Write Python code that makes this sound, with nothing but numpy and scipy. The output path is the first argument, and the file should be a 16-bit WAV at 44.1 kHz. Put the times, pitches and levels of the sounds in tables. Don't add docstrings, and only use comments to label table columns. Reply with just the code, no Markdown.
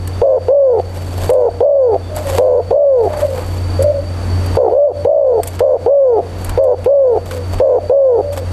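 import sys
import numpy as np
from scipy import signal
from scipy.fft import rfft, irfft, next_fast_len
from scipy.io import wavfile
from scipy.ndimage import uniform_filter1d, minimum_filter1d, map_coordinates

SR = 44100
rng = np.random.default_rng(int(sys.argv[2]) if len(sys.argv) > 2 else 0)


def persist_wave(psi):
    counts = np.round(np.clip(psi, -1, 1) * 32767).astype(np.int16)
    wavfile.write(sys.argv[1], SR, np.atleast_2d(counts).T)


N = 375732
TIME = np.arange(N) / SR

# (frequency [Hz], gain [dB])
CROP_GAINS = [(200, -33), (310, -14.5), (400, -10.5), (560, -0.5), (680, 5.5), (820, -6.5), (950, -13.5),
              (1130, -18.5), (1700, -28.5), (2500, -33.5), (5000, -28), (7300, -4), (8500, -41.5)]
# (frequency [Hz], relative spectral density [dB])
KNOCK_SPECTRUM = [(200, -8.5), (600, -2.5), (1300, 3), (2600, -3), (4500, -10.5), (9000, -23.5)]
RISE_POWER, ONSET_BUZZ_DB = 2.6, 1


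def gain_of(db):
    return 10 ** (np.asarray(db) / 20)


def evened(x):
    return x / np.sqrt(np.mean(x ** 2) + 1e-20)


def read(points, hz):
    f, value = np.transpose(points)
    return np.interp(np.log(hz + 1), np.log(f + 1), value)


def add(mix, start_s, sound):
    part = mix[max(round(start_s * SR), 0):][:len(sound)]
    part += sound[:len(part)]


def drift(t, knots_per_s):
    knots = rng.standard_normal(4096)
    return map_coordinates(knots, [(t - t[0]) * knots_per_s], order=3, mode="wrap")


def noise_pair(spectrum):
    # (frequency [Hz], correlation [0-1])
    port_likeness = [(100, 1), (1000, 1), (4000, 1), (8000, 0.97), (14000, 0.4)]
    size = next_fast_len(N)
    hz = np.fft.rfftfreq(size, 1 / SR)
    mid, side = rfft(rng.standard_normal((2, size))) * gain_of(read(spectrum, hz))
    same = np.clip(read(port_likeness, hz), 0, 1)
    mid = mid * np.sqrt(1 + same)
    side = side * np.sqrt(1 - same)
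    return evened(irfft([mid + side, mid - side], size)[:, :N])


def blurred_tone(hz, width_hz):
    phase = 2 * np.pi * np.cumsum(hz * np.ones(N)) / SR
    in_phase = drift(TIME, width_hz) * np.cos(phase)
    quadrature = drift(TIME, width_hz) * np.sin(phase)
    return evened(in_phase + quadrature)


def tap(db, decay_s, rise_s=.001):
    t = np.arange(SR // 16) / SR
    return gain_of(db) * (1 - np.exp(-t / rise_s)) * np.exp(-t / decay_s)


def through(x, spectrum):
    size = 4096
    log_gain = np.log(gain_of(read(spectrum, abs(np.fft.fftfreq(size, 1 / SR)))))
    response = np.fft.ifft(np.exp(signal.hilbert(log_gain).conj())).real
    return signal.oaconvolve(x, response[:size // 2])[:N]


def room(x):
    # (frequency [Hz], time to fall 60 dB [s])
    decay_times = [(150, 0.17), (550, 0.47), (2000, 0.56), (10000, .15)]
    taps_per_s = 2000
    taps = rng.choice([-1., 1.], SR) * (rng.random(SR) < taps_per_s / SR)
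    taps[:SR // 200] = 0
    hz, t, bands = signal.stft(taps, SR, nperseg=256)
    decay = gain_of(-60 * t / read(decay_times, hz)[:, None])
    tail = signal.istft(bands * decay, SR, nperseg=256)[1]
    coo_band = abs(rfft(tail, SR))[400:700]
    return signal.fftconvolve(x, tail / np.sqrt(np.mean(coo_band ** 2)))[:N]


def lagged(x, lag_s):
    r = np.exp(-1 / (lag_s * SR))
    return x[0] + signal.lfilter([1 - r], [1, -r], x - x[0])


def background(air_db=-22, swell_db=1, whine_db=-39, whine_width_hz=115,
               upper_hz=8170, upper_db=-52, upper_width_hz=90):
    # (frequency [Hz], mean level [dB])
    hum_tones = [(89.8, -15.5), (145, -35), (297, -37)]
    # (frequency [Hz], relative spectral density [dB])
    air_spectrum = [(15, -12.5), (35, -3.5), (52, 2), (72, -8), (120, -10), (250, -11), (600, -14.5),
                    (1100, -22), (2000, -29.5), (4000, -36), (6000, -38.5), (8300, -41.5), (12000, -44.5),
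                    (14500, -56)]
    whine_hz, waver_hz, wavers_per_s = 4559, 25.9, 7
    hum = np.zeros(N)
    for hz, db in hum_tones:
        level = gain_of(db + 1.1 * drift(TIME, 14))
        hum += level * np.sin(2 * np.pi * hz * TIME + 0.072 * drift(TIME, 5.2))
    whine_pitch_hz = whine_hz + waver_hz * drift(TIME, wavers_per_s)
    whine = gain_of(whine_db) * blurred_tone(whine_pitch_hz, whine_width_hz)
    upper = gain_of(upper_db) * blurred_tone(upper_hz, upper_width_hz)
    air = gain_of(air_db + swell_db * drift(TIME, 7.8)) * noise_pair(air_spectrum)
    return np.sqrt(2) * hum + whine + upper + air


def small_bird(width_hz=160):
    # (start [s], length [s], centre frequency [Hz], peak level [dB])
    peeps = [(0.107, .09, 3550, -46), (1.998, 0.13, 3520, -39)]
    out = np.zeros(N)
    for start_s, length_s, hz, db in peeps:
        swell = np.zeros(N)
        add(swell, start_s, gain_of(db) * np.hanning(round(length_s * SR)))
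        out += swell * blurred_tone(hz, width_hz)
    return out


def perch(grain_db=2.5):
    # (start [s], length [s], scrape level [dB], thud level [dB])
    scuffs = [(1.19, 0.09, -31.5, -16), (2.2, 0.17, -32, -23), (3.058, .22, -20, -27),
              (3.307, 0.17, -25, -38), (4.548, .015, -24, -24), (6.422, 0.23, -27.5, -20),
              (7.499, 0.1, -36, -19.5)]
    # (frequency [Hz], relative spectral density [dB])
    scrape_spectrum = [(150, -13), (600, 0.5), (950, 3), (1400, -7), (2200, -13.5), (4000, -27.5),
                       (9000, -41)]
    # (frequency [Hz], relative spectral density [dB])
    thud_spectrum = [(12, -15.5), (30, 4.5), (60, 0.5), (120, -13.5), (400, -38), (2000, -83)]
    scrapes, thuds = np.zeros((2, N))
    for start_s, length_s, scrape_db, thud_db in scuffs:
        swell = signal.windows.tukey(round(length_s * SR), .7)
        add(scrapes, start_s, gain_of(scrape_db) * swell)
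        add(thuds, start_s, gain_of(thud_db) * swell)
    grain = gain_of(grain_db * drift(TIME, 150))
    return scrapes * grain * noise_pair(scrape_spectrum) + thuds * noise_pair(thud_spectrum)


def feathers(level_db=-1, grain_db=3, clump_db=3.5, edge_db=-11.5):
    # (peak time [s], swell [s], fade [s], relative peak level [dB])
    shuffles = [ (1.22, .4, 0.23, -24), (2.18, 0.037, 0.13, -24.5), (2.371, .21, 0.11, -19),
                (3.24, 0.29, 0.4, -22), (5.47, 0.023, 0.104, -22.5), (6.44, 0.064, .06, -25.5),
                (7.32, 0.066, 0.068, -18.5), (7.53, 0.076, 0.047, -28), (8.34, 0.023, 0.064, -20.5)]
    # (frequency [Hz], relative spectral density [dB])
    feather_spectrum = [(200, -4.5), (600, 19.5), (1400, 1), (3500, -2.5), (6000, -7.5), (8300, -2),
                        (9500, -12), (12000, -1.5), (14500, -35)]
    stroke = np.zeros(N)
    for peak_s, swell_s, fade_s, peak_db in shuffles:
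        t = np.arange(-swell_s, fade_s, 1 / SR)
        db = peak_db + edge_db * np.maximum(-t / swell_s, t / fade_s)
        add(stroke, peak_s - swell_s, gain_of(db) * signal.windows.tukey(len(t), .1))
    uneven_db = level_db + grain_db * drift(TIME, 400) + clump_db * drift(TIME, 50)
    return stroke * gain_of(uneven_db) * noise_pair(feather_spectrum)


def claws(snap_s=0.0044, knock_s=.006, snap_db=5, knock_db=3, room_db=-12):
    # (time [s], relative snap level [dB], relative knock level [dB])
    touches = [(0.074, -20, -22.5), (1.3, -17, -19), (1.333, -16, -24), (2.163, -15.5, -30),
               (2.269, -25, -23), (3.172, -27, -32), (3.824, -21, -31), (4.461, -31, -45),
               (4.555, -36, -35), (5.432, -10.5, -17.5), (5.473, -11.5, -26.5), (5.482, -25, -28.5),
               (5.592, -23, -12), (6.445, -18.5, -26), (6.493, -21.5, -16), (6.638, -18.5, -21),
               (6.843, -27, -21), (7.31, -24, -14), (7.585, -38.5, -24.5), (8.329, -22, -24)]
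    # (frequency [Hz], relative spectral density [dB])
    snap_spectrum = [(500, -30.5), (2500, -9.5), (6000, -9), (8300, 4), (9500, -1.5), (12000, 2),
                     (15000, -24)]
    snaps, knocks = np.zeros((2, N))
    for start_s, bright_db, dull_db in touches:
        add(snaps, start_s, tap(bright_db + snap_db, snap_s))
        add(knocks, start_s, tap(dull_db + knock_db, knock_s))
    ticks = snaps * noise_pair(snap_spectrum) + knocks * noise_pair(KNOCK_SPECTRUM)
    return ticks + gain_of(room_db) * np.array([room(port) for port in ticks])


def far_dove(direct_db=-1, room_db=-9, trill_per_s=60, trill_depth=0.43, jitter=.02, fade_share=0.5):
    # (start [s], length [s], first pitch [Hz], last pitch [Hz], relative level [dB])
    far_notes = [ (2.08, .17, 617.7, 594, -18), (2.23, .16, 565, 515, -15.5),
                 (3.07, 0.15, 612, 590.6, -11.5), (3.214, .052, 580.5, 576, -1),
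                 (3.26, 0.156, 567, 489.5, -11.5), (3.788, 0.039, 519, 534, -9),
                 (3.829, .105, 576.7, 586.3, -3), (3.92, 0.093, 570, 555.6, -12),
                 (7.28, .17, 530, 490, -15.5), (7.77, .12, 605, 587, -15.5), (8.2, 0.17, 591.5, 565.7, -10),
                 (8.36, 0.09, 550, 478, -16.5)]
    voice = np.zeros(N)
    for start_s, length_s, first_hz, last_hz, level_db in far_notes:
        t = np.arange(0, length_s, 1 / SR)
        hz = np.linspace(first_hz, last_hz, len(t)) * (1 + jitter * drift(t, 91))
        trill = 1 + trill_depth * np.sin(2 * np.pi * trill_per_s * t + drift(t, 36))
        tone = np.sqrt(2) * np.sin(2 * np.pi * np.cumsum(hz) / SR)
        swell = signal.windows.tukey(len(t), fade_share)
        add(voice, start_s, gain_of(level_db) * trill * tone * swell)
    return gain_of(direct_db) * voice + gain_of(room_db) * room(voice)


def rolled_note(start_s, length_s, top_hz, sag_hz, effort_db, onset_db, trill_per_s, depth):
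    start_hz, rise_s, drop_s, drop_hz = 415, .042, .022, 71
    sag_db, shut_db, buzz_db = -2.5, -10, 3
    t = np.arange(0, length_s, 1 / SR)
    rising = np.maximum(1 - t / rise_s, 0) ** RISE_POWER
    sag = np.maximum(t - rise_s, 0) / (length_s - rise_s)
    shut = np.maximum(1 - (length_s - t) / drop_s, 0)
    hz = top_hz + (start_hz - top_hz) * rising + (sag_hz - top_hz) * sag - drop_hz * shut
    db = effort_db - onset_db * rising + sag_db * sag + shut_db * shut
    return start_s + t, hz, db, trill_per_s, depth, buzz_db + ONSET_BUZZ_DB * rising


def long_note(start_s, length_s, rise_s, first_hz, top_hz, end_hz, effort_db, trill_per_s, depth, trill_s):
    fall_power, effort_db_per_hz, buzz_db = 1.85, .12, -.5
    smooth_depth, rattle_depth, rattle_s, rattle_per_s = .07, .8, 0.041, 105
    t = np.arange(0, length_s, 1 / SR)
    rising = np.maximum(1 - t / rise_s, 0) ** RISE_POWER
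    fall = (np.maximum(t - rise_s, 0) / (length_s - rise_s)) ** fall_power
    hz = top_hz + (first_hz - top_hz) * rising + (end_hz - top_hz) * fall
    db = effort_db + effort_db_per_hz * (hz - top_hz)
    opening_trill = depth * np.exp(-(t / trill_s) ** 2)
    rattle = rattle_depth * np.exp((t - length_s) / rattle_s)
    rate = trill_per_s + (rattle_per_s - trill_per_s) * fall
    return start_s + t, hz, db, rate, smooth_depth + opening_trill + rattle, buzz_db + ONSET_BUZZ_DB * rising


def coo(note, slip_turns=0.13, pulse_glide=.36, scoop_share=0.45, jitter=.007, trill_wander=.15,
        rasp=0.15, slope_db_per_octave=-14, attack_s=0.003, release_s=0.0012):
    t, hz, effort_db, trill_per_s, depth, buzz_db = note
    depth = np.clip(depth * (1.2 + .15 * drift(t, 50)), 0, 1)
    flutter = np.cumsum(trill_per_s * (1 + trill_wander * drift(t, 40))) / SR
    opening = 1 - depth * (1 - abs(np.sin(np.pi * flutter)) ** 1.5)
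    scoop = uniform_filter1d(np.exp(-(flutter % 1) / scoop_share), size=60)
    sweep = pulse_glide * depth * (scoop.mean() - scoop)
    pitch = hz * (1 + sweep + jitter * drift(t, 150))
    slip = slip_turns * depth * rng.standard_normal(256)[flutter.astype(int) % 256]
    turns = np.cumsum(pitch) / SR + uniform_filter1d(slip, size=70)
    overtones = np.zeros(len(t))
    for k in range(2, 15):
        overtones += gain_of(slope_db_per_octave * np.log2(k)) * np.sin(2 * np.pi * k * turns)
    slack = np.interp(pitch, [420, 560], [1.45, .42])
    turbulence = rasp * (0.26 + depth) * drift(t, 2100)
    voice = np.sin(2 * np.pi * turns) + gain_of(buzz_db) * slack * overtones + turbulence
    gate = np.clip((t - t[0]) / attack_s, 0, 1) * np.clip((t[-1] - t) / release_s, 0, 1)
    source_gain = gain_of(effort_db - read(CROP_GAINS, hz))
    return t[0], np.sqrt(2) * source_gain * opening * gate * voice


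def near_dove(room_db=-23, pop_db=-22, pop_s=0.009, stop_db=2.0, stop_hz=690, stop_s=0.0041):
    # (start [s], length [s], top pitch [Hz], sagged pitch [Hz], effort [dB],
    # onset effort below that [dB], mean trill rate [pulses/s], relative trill depth)
    rolls = [ (0.215, 0.17, 548, 500, 15, 8, 88, .44), (1.291, 0.2, 524, 462, 12, 18, 89, .52),
             (2.381, 0.23, 520, 480, 11, 20, 90, .58), (4.568, .13, 515, 372, 12.5, 13.5, 63, .9),
             (5.603, .165, 546, 495, 16.5, 17, 93, .52), (6.573, .175, 552, 468, 13.5, 19, 95, .52),
             (7.598, 0.19, 548, 465, 14, 17, 92, .55)]
    # (start [s], length [s], rise [s], first pitch [Hz], top pitch [Hz], end pitch [Hz],
    # effort at the top [dB], opening trill rate [pulses/s], relative trill depth, trill fade constant [s])
    long_coos = [ (0.482, 0.32, 0.07, 445.5, 569, 387.7, 20.5, 48.7, 0.28, 0.083),
                 (1.603, 0.36, 0.086, 420.4, 574.6, 372, 21, 61, 0.56, 0.14),
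                 (2.704, 0.38, 0.093, 399, 578.4, 365, 20, 65, 0.86, .1),
                 (4.693, .229, .158, 355, 585, 372.5, 22, 71, .8, 0.077),
                 (5.046, 0.36, .075, 426, 578.5, 400, 21.5, 51, .9, .2),
                 (5.86, .349, 0.078, 394, 566.2, 368, 25, 65, 0.4, 0.072),
                 (6.858, .325, 0.071, 406, 567.3, 392, 20, 72, 0.41, .08),
                 (7.895, 0.32, 0.073, 455, 556, 390, 20.5, 77, .4, 0.088)]
    source, pops = np.zeros((2, N))
    stop = tap(stop_db, stop_s)
    stop = stop * np.sin(2 * np.pi * stop_hz * TIME[:len(stop)])
    notes = [rolled_note(*row) for row in rolls] + [long_note(*row) for row in long_coos]
    for note in notes:
        start_s, sound = coo(note)
        add(source, start_s, sound)
        add(source, start_s + len(sound) / SR - .012, stop)
        add(pops, start_s, tap(pop_db, pop_s))
    voice = through(source, CROP_GAINS)
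    return voice + gain_of(room_db) * room(voice) + pops * noise_pair(KNOCK_SPECTRUM)


def scene():
    birds = near_dove() + far_dove() + small_bird()
    cage = claws() + feathers() + perch()
    return birds + cage + background()


def record(dry, ceiling_db=-7, settle_db=0.82, settle_s=0.14, slow_range_db=10, start_db=8,
           slow_db_per_s=15, fast_db_per_s=220, attack_s=0.001, edge_hz=14400):
    power = uniform_filter1d((dry ** 2).mean(0), size=160)
    over_db = np.maximum(10 * np.log10(abs(power) + 1e-12) - ceiling_db, 0)
    held_db = -minimum_filter1d(-over_db, size=441, origin=220)
    fast = np.maximum.accumulate(held_db + fast_db_per_s * TIME) - fast_db_per_s * TIME
    slow = np.maximum.accumulate(np.minimum(held_db, slow_range_db) + slow_db_per_s * TIME)
    slow = np.maximum(slow, start_db) - slow_db_per_s * TIME
    settle = lagged(np.minimum(held_db, settle_db), settle_s)
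    cut_db = lagged(np.maximum(fast, slow), attack_s) + settle
    cut_db = np.interp(TIME + .001, TIME, cut_db)
    levelled = np.clip(dry / gain_of(cut_db), -.8, .8)
    low_pass = signal.firwin(511, edge_hz, window=("kaiser", 9), fs=SR)
    return signal.oaconvolve(levelled, low_pass[None], "same")


dry = scene()
out = record(dry)
persist_wave(out)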